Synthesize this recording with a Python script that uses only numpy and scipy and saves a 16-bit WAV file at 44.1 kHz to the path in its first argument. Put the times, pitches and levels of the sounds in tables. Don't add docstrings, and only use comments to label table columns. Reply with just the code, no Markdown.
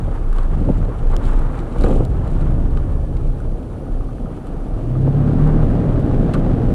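import sys
import numpy as np
from scipy import signal
from scipy.fft import rfft, irfft
from scipy.io import wavfile

SR = 44100
rng = np.random.default_rng(int(sys.argv[2]) if len(sys.argv) > 2 else 0)


def wav_out(sig):
    wavfile.write(sys.argv[1], SR, np.round(np.clip(np.atleast_2d(sig).T, -1, 1) * 32767).astype(np.int16))


N = 297234
TIME = np.arange(N) / SR
RING = np.arange(SR // 5) / SR

# (frequency [Hz], relative level [dB per Hz])
PANELS = [(300, -25), (1000, -8), (1500, 0), (1850, -7), (2200, 1), (2600, -5), (3050, -1), (3400, -7),
          (3900, 1), (4500, -5), (5300, -11), (6600, -12), (7500, -5), (8000, -7), (8700, -4), (10000, -10),
          (12500, -17), (15000, -32)]
# (start [s], length [s], spray level [dB], crunch level [dB])
LOOSE_PATCHES = [(0.333, 0.087, -59.5, -39), (0.495, 0.28, -60, -46), (1.077, 0.073, -58, -40.5),
                 (1.216, 0.06, -50.5, -42), (1.297, 0.13, -59.5, -41), (1.513, 0.058, -56, -40),
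                 (1.751, 0.2, -52.5, -39.5), (1.805, .14, -52.5, -54), (2.246, 0.17, -58.5, -47)]
PATCH_ATTACK_S, PATCH_RELEASE_S = 0.021, 0.061


def amp(db):
    return 10 ** (np.asarray(db) / 20)


def unit(x):
    return x / np.sqrt(np.mean(x ** 2) + 1e-20)


def curves(rows):
    s, *columns = np.transpose(rows)
    return [np.interp(TIME, s, column) for column in columns]


def colour(x, points):
    f, db = np.transpose(points)
    octave = np.log2(np.fft.rfftfreq(len(x), 1 / SR) + 1)
    knots = np.log2(f)
    outside = np.maximum(knots[0] - octave, 0) + np.maximum(octave - knots[-1], 0)
    gain = amp(np.interp(octave, knots, db) - 36 * outside)
    return unit(irfft(rfft(x) * gain, len(x)))


def drift(hz):
    f = np.fft.rfftfreq(N, 1 / SR)
    lowpass = np.exp(-(f / hz) ** 2) * (f > 0)
    return unit(irfft(rfft(rng.standard_normal(N)) * lowpass, N))


def grains(per_s, spread_db):
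    size = amp(spread_db * np.minimum(rng.exponential(1, N), 4))
    sign = rng.choice([-1, 1], N)
    hit = rng.random(N) < per_s / SR
    return unit(size * sign * hit)


def add(mix, s, sound):
    part = mix[round(s * SR):][:len(sound)]
    part += sound[:len(part)]


def swell(start, length, db, attack_s, release_s):
    age = TIME - start
    rise = np.clip(age / attack_s, 0, 1)
    decay = np.exp(-np.maximum(age - length, 0) / release_s)
    return amp(db) * rise * decay


def together(*gains):
    return 10 * np.log10(sum(g ** 2 for g in gains) + 1e-20)


def strike(modes, scrape, scrape_s):
    ring = np.zeros(len(RING))
    for k, (hz, db, t60) in enumerate(modes):
        swelling = 1 - np.exp(-(2 * hz * RING) ** 2)
        decay = amp(db - 60 * RING / t60)
        ring += (-1) ** k * decay * np.sin(2 * np.pi * hz * RING) * swelling
    contact = rng.standard_normal(len(RING)) * np.exp(-RING / scrape_s)
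    contact /= np.linalg.norm(contact)
    sound = ring + scrape * signal.fftconvolve(ring, contact)[:len(RING)]
    return sound / np.std(sound[RING < .015])


def shove(hz):
    u = np.pi * (hz * RING - .8)
    pulse = (2 * u ** 2 - 1) * np.exp(-u ** 2)
    return pulse / np.std(pulse[RING < .015])


def snap(db, tone, t60):
    burst = rng.standard_normal(len(RING)) * amp(-60 * RING / t60) * (1 - np.exp(-RING / 0.0002))
    f, level = np.transpose(tone)
    frequency = abs(np.fft.fftfreq(len(RING), 1 / SR))
    log_gain = np.log(amp(np.interp(frequency, f, level)))
    shell = np.exp(np.conj(signal.hilbert(log_gain)))
    sound = np.fft.ifft(np.fft.fft(burst) * shell).real
    return amp(db) * sound / abs(sound).max()


def effort():
    # (time [s], effort [dB])
    load = [(0, -56), (1.1, -18), (2.5, -8.5), (3.2, -25), (3.8, -25), (4.4, -14), (4.68, -10.5),
            (5.0, -4.5), (5.27, -0.5), (5.9, 0.5), (6.33, 1.5), (6.7, 1.5)]
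    return curves(load)[0]


def ground():
    # (time [s], rumble level [dB], gravel crunch level [dB])
    trail = [(0, -20.5, -41), (.3, -28.5, -44.5), (1.4, -24, -40.5), (1.65, -28, -40), (2.12, -20.5, -44),
             (2.4, -23, -43.5), (3.17, -23, -46.5), (3.7, -31.5, -50.5), (4.2, -30.5, -48),
             (4.7, -32.5, -47), (5.05, -33, -47.5), (5.5, -30, -37.5), (6.05, -24, -45), (6.7, -26.5, -43)]
    # (start [s], length [s], rumble level [dB], drumming level [dB])
    ledges = [(0.491, 0.18, -19.5, -32.5), (0.748, 0.099, -20, -36), (1.086, 0.23, -32.5, -32.5),
              (1.789, 0.15, -22.5, -23.5), (1.97, 0.089, -19, -41), (2.423, 0.24, -22, -49)]
    ledge_attack_s, ledge_release_s = 0.04, 0.092
    drum_db, drum_growth, drum_climb_db = -34, 0.069, 3.5
    grit_db, grit_growth = -60, 0.38

    lumps_db, gravel_db = curves(trail)
    thuds = [swell(s, length, db, ledge_attack_s, ledge_release_s) for s, length, db, _ in ledges]
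    scrapes = [swell(s, length, db, ledge_attack_s, ledge_release_s) for s, length, _, db in ledges]
    sprays = [swell(s, length, db, PATCH_ATTACK_S, PATCH_RELEASE_S) for s, length, db, _ in LOOSE_PATCHES]
    crunches = [swell(s, length, db, PATCH_ATTACK_S, PATCH_RELEASE_S) for s, length, _, db in LOOSE_PATCHES]
    pebbles_db = drum_db + drum_growth * (lumps_db - lumps_db.mean()) + drum_climb_db * amp(effort())
    sand_db = grit_db + grit_growth * (gravel_db - gravel_db.mean())
    return (together(amp(lumps_db), *thuds), together(amp(pebbles_db), *scrapes),
            together(amp(gravel_db), *crunches), together(amp(sand_db), *sprays))


def scatter():
    spray = sum(swell(s, length, db, PATCH_ATTACK_S, PATCH_RELEASE_S) for s, length, db, _ in LOOSE_PATCHES)
    relative_to_spray_db = -7
    return amp(relative_to_spray_db) * spray * colour(grains(per_s=130, spread_db=3.0), PANELS)


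def stones():
    # (time [s], peak level [dB], centre [Hz], t60 of the contact burst [s])
    hits = [(0.329, -40, 8000, 0.023), (.363, -44, 8000, .015), (0.384, -32.5, 2200, 0.011),
            (.4314, -39, 7000, .02), (0.602, -40, 2200, 0.017), (.6494, -45, 2500, 0.017),
            (.732, -50, 3500, 0.018), (0.787, -44, 2000, 0.023), (0.849, -42, 2500, .02),
            (1.0702, -43, 3500, .012), (1.1169, -42, 8000, .02), (1.139, -41, 4000, .015),
            (1.24, -36, 4800, 0.0069), (1.253, -39, 3300, .06), (1.266, -40, 3400, 0.032),
            (1.285, -41, 7500, 0.0072), (1.333, -43, 2200, .02), (1.391, -42, 6000, .02),
            (1.551, -46, 2400, .015), (1.578, -48, 7940, .012), (1.589, -36, 1900, 0.03),
            (1.602, -41, 4200, 0.024), (1.724, -40, 1600, 0.018), (1.8093, -32, 3700, 0.041),
            (1.837, -26, 2000, 0.027), (1.965, -40, 7000, .012), (1.991, -46, 10000, 0.0078),
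            (2.051, -30, 7000, 0.009), (2.276, -41, 8000, .015), (2.316, -46, 9000, .012),
            (2.412, -41, 7560, 0.01), (2.708, -46, 7000, 0.011), (2.772, -33, 2200, 0.017),
            (2.92, -46, 7000, 0.013), (3.168, -40.5, 2900, 0.021), (3.402, -47, 8000, .025),
            (4.468, -45, 8100, .02), (5.333, -48, 7950, 0.017), (5.473, -41, 6000, 0.022),
            (5.999, -40.5, 9500, 0.016), (6.3366, -27, 1708, 0.03), (6.338, -30, 4200, 0.025),
            (6.3425, -27, 2370, 0.052)]
    out = np.zeros(N)
    for s, db, centre_hz, t60 in hits:
        tone = [(hz, level - 2.5 * np.log2(hz / centre_hz) ** 2) for hz, level in PANELS]
        add(out, s, snap(db, tone, t60))
    return out


def chips():
    # (frequency [Hz], relative level [dB per Hz])
    housing = [(900, -8), (1800, 0), (2300, -5), (2800, 0), (3600, 0), (4300, -4), (5000, 1), (6000, -7),
               (7200, -6), (9000, -12), (11000, -17), (15000, -18)]
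    # (time [s], peak level [dB], t60 of the contact burst [s])
    hits = [(1.165, -20, 0.0059)]
    out = np.zeros(N)
    for s, db, t60 in hits:
        add(out, s, snap(db, housing, t60))
    return out


def loose_fitting():
    # (time [s], level over the first 15 ms [dB], centre [Hz])
    clacks = [(0.326, -40, 1630), (1.543, -44, 1500), (1.579, -43, 1444), (1.838, -33.5, 1710),
              (1.861, -36, 1620), (1.925, -42, 1150), (2.006, -42, 1150), (2.771, -39.5, 1420),
              (3.4, -43, 1410), (3.864, -49, 1240), (4.006, -43.5, 1200), (4.085, -46, 1100),
              (4.181, -50, 1900), (4.257, -44.5, 1190), (4.468, -45, 1200), (4.58, -59, 1400),
              (4.951, -41, 1210), (6.339, -32, 1440), (6.35, -31, 1218)]
    # (frequency [Hz], level [dB], t60 [s])
    fitting = [(1090, -3, .04), (1215, 0, .055), (1330, -4, .04), (1450, -4, .035), (1650, -7, .02),
               (1900, -8, .015), (2700, -12, .02), (3400, -16, .02)]
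    out = np.zeros(N)
    for s, db, centre_hz in clacks:
        modes = [(hz, level - min(30 * np.log2(hz / centre_hz) ** 2, 8), t60) for hz, level, t60 in fitting]
        add(out, s, amp(db) * strike(modes, scrape=0.72, scrape_s=0.014))
    return out


def knocks():
    # (time [s], approximate level over the first 15 ms [dB], centre [Hz])
    blows = [(0.078, -28.5, 410), (0.611, -18.5, 151), (0.655, -24, 200), (0.672, -12, 137),
             (0.687, -21, 450), (0.6938, -27, 420), (0.6987, -13.5, 232), (0.777, -18, 133),
             (0.805, -23, 130), (1.759, -28, 625), (1.816, -28, 440), (1.84, -15.5, 238),
             (1.844, -22.5, 550), (1.867, -24, 473), (1.883, -20, 330), (1.896, -24, 497), (1.91, -16, 253),
             (1.927, -31, 517), (1.959, -19, 239), (1.972, -38, 540), (2.002, -18, 290),
             (2.021, -26.5, 500), (2.577, -35, 400), (2.745, -38, 500), (2.849, -39, 380),
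             (2.989, -43, 480), (3.139, -36, 480), (3.256, -36, 477), (3.886, -29, 367),
             (4.245, -24.5, 199), (5.076, -21, 470), (5.332, -36.5, 526), (5.705, -35, 420),
             (6.229, -25, 258), (6.465, -29, 557)]
    # (frequency [Hz], level [dB], t60 [s])
    chassis = [(92, -1, .09), (135, -2, .08), (178, -1, .06), (270, 1, .05), (325, -4, .04),
               (430, -1, .035), (505, 0, .045), (590, -3, .035), (735, -7, .03), (860, -6, .03),
               (1180, -11, .025), (1560, -11, .02)]
    push_ratio, push_hz = 1.2, 256
    out = np.zeros(N)
    for s, db, centre_hz in blows:
        modes = [(hz, level - 5 * np.log2(hz / centre_hz) ** 2, t60) for hz, level, t60 in chassis]
        ring = strike(modes, scrape=0.6, scrape_s=0.004)
        push = push_ratio * min(push_hz / centre_hz, 1)
        add(out, s, amp(db) * (ring + push * shove(centre_hz)) / np.hypot(1, push))
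    return out


def tyres():
    # (frequency [Hz], relative level [dB per Hz])
    rumble_tone = [(38, -3.5), (55, 5.5), (74, 2.5), (92, 1.5), (125, 0.5), (160, -3.5), (210, -12.5),
                   (320, -47)]
    drum_tone = [(120, -41), (190, -3), (250, 4), (320, 0.5), (390, -2), (480, -2), (600, -7), (780, -10),
                 (1000, -29.5), (1600, -54)]
    crunch_tone = [(450, -18), (800, 5), (980, 2), (1200, 3), (1500, -4), (1900, -11), (2600, -22),
                   (3600, -27.5), (6000, -45)]
    grit_tone = [(1200, -33), (2200, 8.5), (3000, 8), (4000, 0.5), (5200, -7), (6400, -4.5), (7600, -1.5),
                 (9200, -4.5), (11000, -12.5), (14000, -31)]
    rumble_db, drum_db, crunch_db, grit_db = ground()
    rumble = amp(rumble_db) * colour(rng.standard_normal(N), rumble_tone)
    drum = amp(drum_db + 0.77 * drift(hz=30.0)) * colour(grains(per_s=1400, spread_db=1.5), drum_tone)
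    crunch = amp(crunch_db + 1.9 * drift(hz=30)) * colour(grains(per_s=5300, spread_db=2.5), crunch_tone)
    grit = amp(grit_db + 1.4 * drift(hz=40)) * colour(grains(per_s=2800, spread_db=0.5), grit_tone)
    return rumble + drum + crunch + grit


def shudder():
    # (start [s], length [s], swing level [dB])
    ruts = [(0, .2, -19.5), (.22, .24, -13), (.46, .38, -17), (.99, .15, -11.5), (1.21, .23, -12.5),
            (1.57, .06, -20.5), (1.74, .27, -13.5), (2.12, .08, -19), (2.27, .55, -16), (2.9, .07, -16),
            (3.06, .05, -17), (3.19, .11, -14.5), (3.42, .1, -17.5), (3.86, .16, -19), (4.18, .06, -23.5),
            (4.45, .85, -24), (5.33, .37, -15), (5.84, .17, -21), (6.09, .12, -15), (6.33, .19, -18),
            (6.61, .07, -16)]
    # (frequency [Hz], relative level [dB per Hz])
    judder_tone = [(30, -22.5), (37, 17.5), (44, 13), (54, 4), (75, -18.5), (100, -38)]
    attack_s, release_s, rest_db = .05, .06, -36
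    small_swing_hz, sag_hz = 30.5, 13
    judder_db, judder_growth = -17, 0.48

    db = together(amp(rest_db), *(swell(*rut, attack_s, release_s) for rut in ruts))
    hz = small_swing_hz - sag_hz * amp(db)
    swing = np.sqrt(2) * np.sin(2 * np.pi * np.cumsum(hz) / SR)
    judder = amp(judder_db + judder_growth * db) * colour(rng.standard_normal(N), judder_tone)
    return amp(db) * swing + judder


def crank_turns(crank_hz):
    flutter_share, flutter_growth = 0.0043, 1.22
    rumble_db = ground()[0]
    flutter = flutter_share * amp(flutter_growth * (rumble_db - rumble_db.mean()))
    return np.cumsum(crank_hz * (1 + flutter * drift(hz=10.0))) / SR


def exhaust_note(turns, crank_hz, note_db):
    # (multiple of the crank speed [1], relative level [dB])
    orders = [(2, -3.5), (3, 0.5), (3.5, -10), (4.5, -25.5), (5, -10.5), (5.5, -22), (6, -6), (6.5, -15.5),
              (7, -11), (7.5, -13.5), (8, -13.5), (9, -15), (10, -16.5), (10.5, -21.5), (12, -17.5),
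              (13, -24.5), (13.5, -23), (15, -27), (16.5, -27.5), (21, -22.5)]
    # (frequency [Hz], gain [dB])
    pipe = [(60, 0.5), (200, -2), (255, -0.5), (350, -5), (460, 5), (520, -2.5), (585, 9.5), (640, 1.5),
            (900, -2.5)]
    note = np.zeros(N)
    for order, db in orders:
        uneven_db = 1.12 * drift(hz=4.4)
        pipe_db = np.interp(order * crank_hz, *np.transpose(pipe))
        phase = 2 * np.pi * (order * turns + rng.random())
        note += amp(note_db + db + pipe_db + uneven_db) * np.cos(phase)
    return np.sqrt(2) * note


def pipe_boom(turns, note_db):
    # (start [s], length [s], level [dB])
    pull = (4.63, 0.97, -17.8)
    order, attack_s, release_s = 4, .48, 0.081
    rest_db = -8.5
    boom_db = together(amp(note_db + rest_db), swell(*pull, attack_s, release_s))
    boom = amp(boom_db + 1.1 * drift(hz=6)) * np.sin(2 * np.pi * order * turns)
    return np.sqrt(2) * boom


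def firing_roar(turns):
    # (frequency [Hz], relative level [dB per Hz])
    roar_tone = [(40, -27), (65, -13), (100, -5), (150, 8.5), (200, -0.5), (260, 3), (320, -1.5),
                 (390, -8.5), (490, -10), (650, -12), (950, -26), (1280, -27), (1650, -31), (2100, -38.5),
                 (3800, -46), (5500, -56), (9000, -63.5), (13000, -77)]
    roar_db = -20 + effort()
    puffs = 1 + .3 * np.cos(2 * np.pi * 3 * turns) + .2 * np.cos(np.pi * 3 * turns)
    noise = colour(rng.standard_normal(N), roar_tone)
    return noise * unit(puffs) * amp(roar_db + 1.2 * drift(hz=25))


def belt_whine(crank_hz):
    # (start [s], length [s], level [dB])
    whines = [(2.52, 0.55, -62.5), (3.481, 0.43, -62)]
    order, attack_s, release_s, rest_db = 41, 0.18, .04, -70
    whine_db = together(amp(rest_db), *(swell(*row, attack_s, release_s) for row in whines))
    tone = np.sin(2 * np.pi * order * np.cumsum(crank_hz) / SR)
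    return np.sqrt(2) * tone * amp(whine_db + 1.5 * drift(hz=12))


def engine():
    # (time [s], crank speed before flutter [turns per second, Hz])
    crank = [(0, 38), (1.4, 38), (2.1, 40.5), (2.55, 44.8), (2.8, 42.6), (3.1, 41.7), (3.4, 37.8),
             (3.8, 35.3), (4.2, 37.5), (4.66, 24), (4.76, 25.8), (4.88, 29.9), (5, 32.9), (5.2, 35.7),
             (5.4, 37.7), (5.8, 38.65), (6.2, 40), (6.5, 39.3), (6.74, 37.5)]
    # (time [s], level [dB])
    note_level = [(0, -44.5), (1.1, -37), (2.5, -33), (3.4, -35), (4.1, -35.5), (4.6, -42.5), (4.8, -44),
                  (5.0, -25.5), (5.25, -22), (5.5, -24), (6.0, -22.5), (6.4, -27), (6.7, -21.5)]
    crank_hz = curves(crank)[0]
    note_db = curves(note_level)[0]
    turns = crank_turns(crank_hz)
    note = exhaust_note(turns, crank_hz, note_db)
    return note + pipe_boom(turns, note_db) + firing_roar(turns) + belt_whine(crank_hz)


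def scene():
    impacts = scatter() + stones() + chips() + loose_fitting() + knocks()
    return (impacts + tyres() + shudder() + engine())[None]


def record(dry):
    # (frequency [Hz], relative level [dB per Hz])
    hiss_tone = [(2650, -10.5), (4500, -4), (5180, -9), (6000, -5.5), (6400, -11.5), (8110, -17),
                 (8710, -3.5), (9200, -4.5), (12600, -16), (15000, -21.5)]
    hiss_db, edge_hz = -64.5, 15300
    hiss = amp(hiss_db) * colour(rng.standard_normal(N), hiss_tone)
    band_limit = signal.firwin(511, edge_hz, window=("kaiser", 9), fs=SR)
    return signal.oaconvolve(dry + hiss, band_limit[None], "same")


dry = scene()
out = record(dry)
wav_out(out)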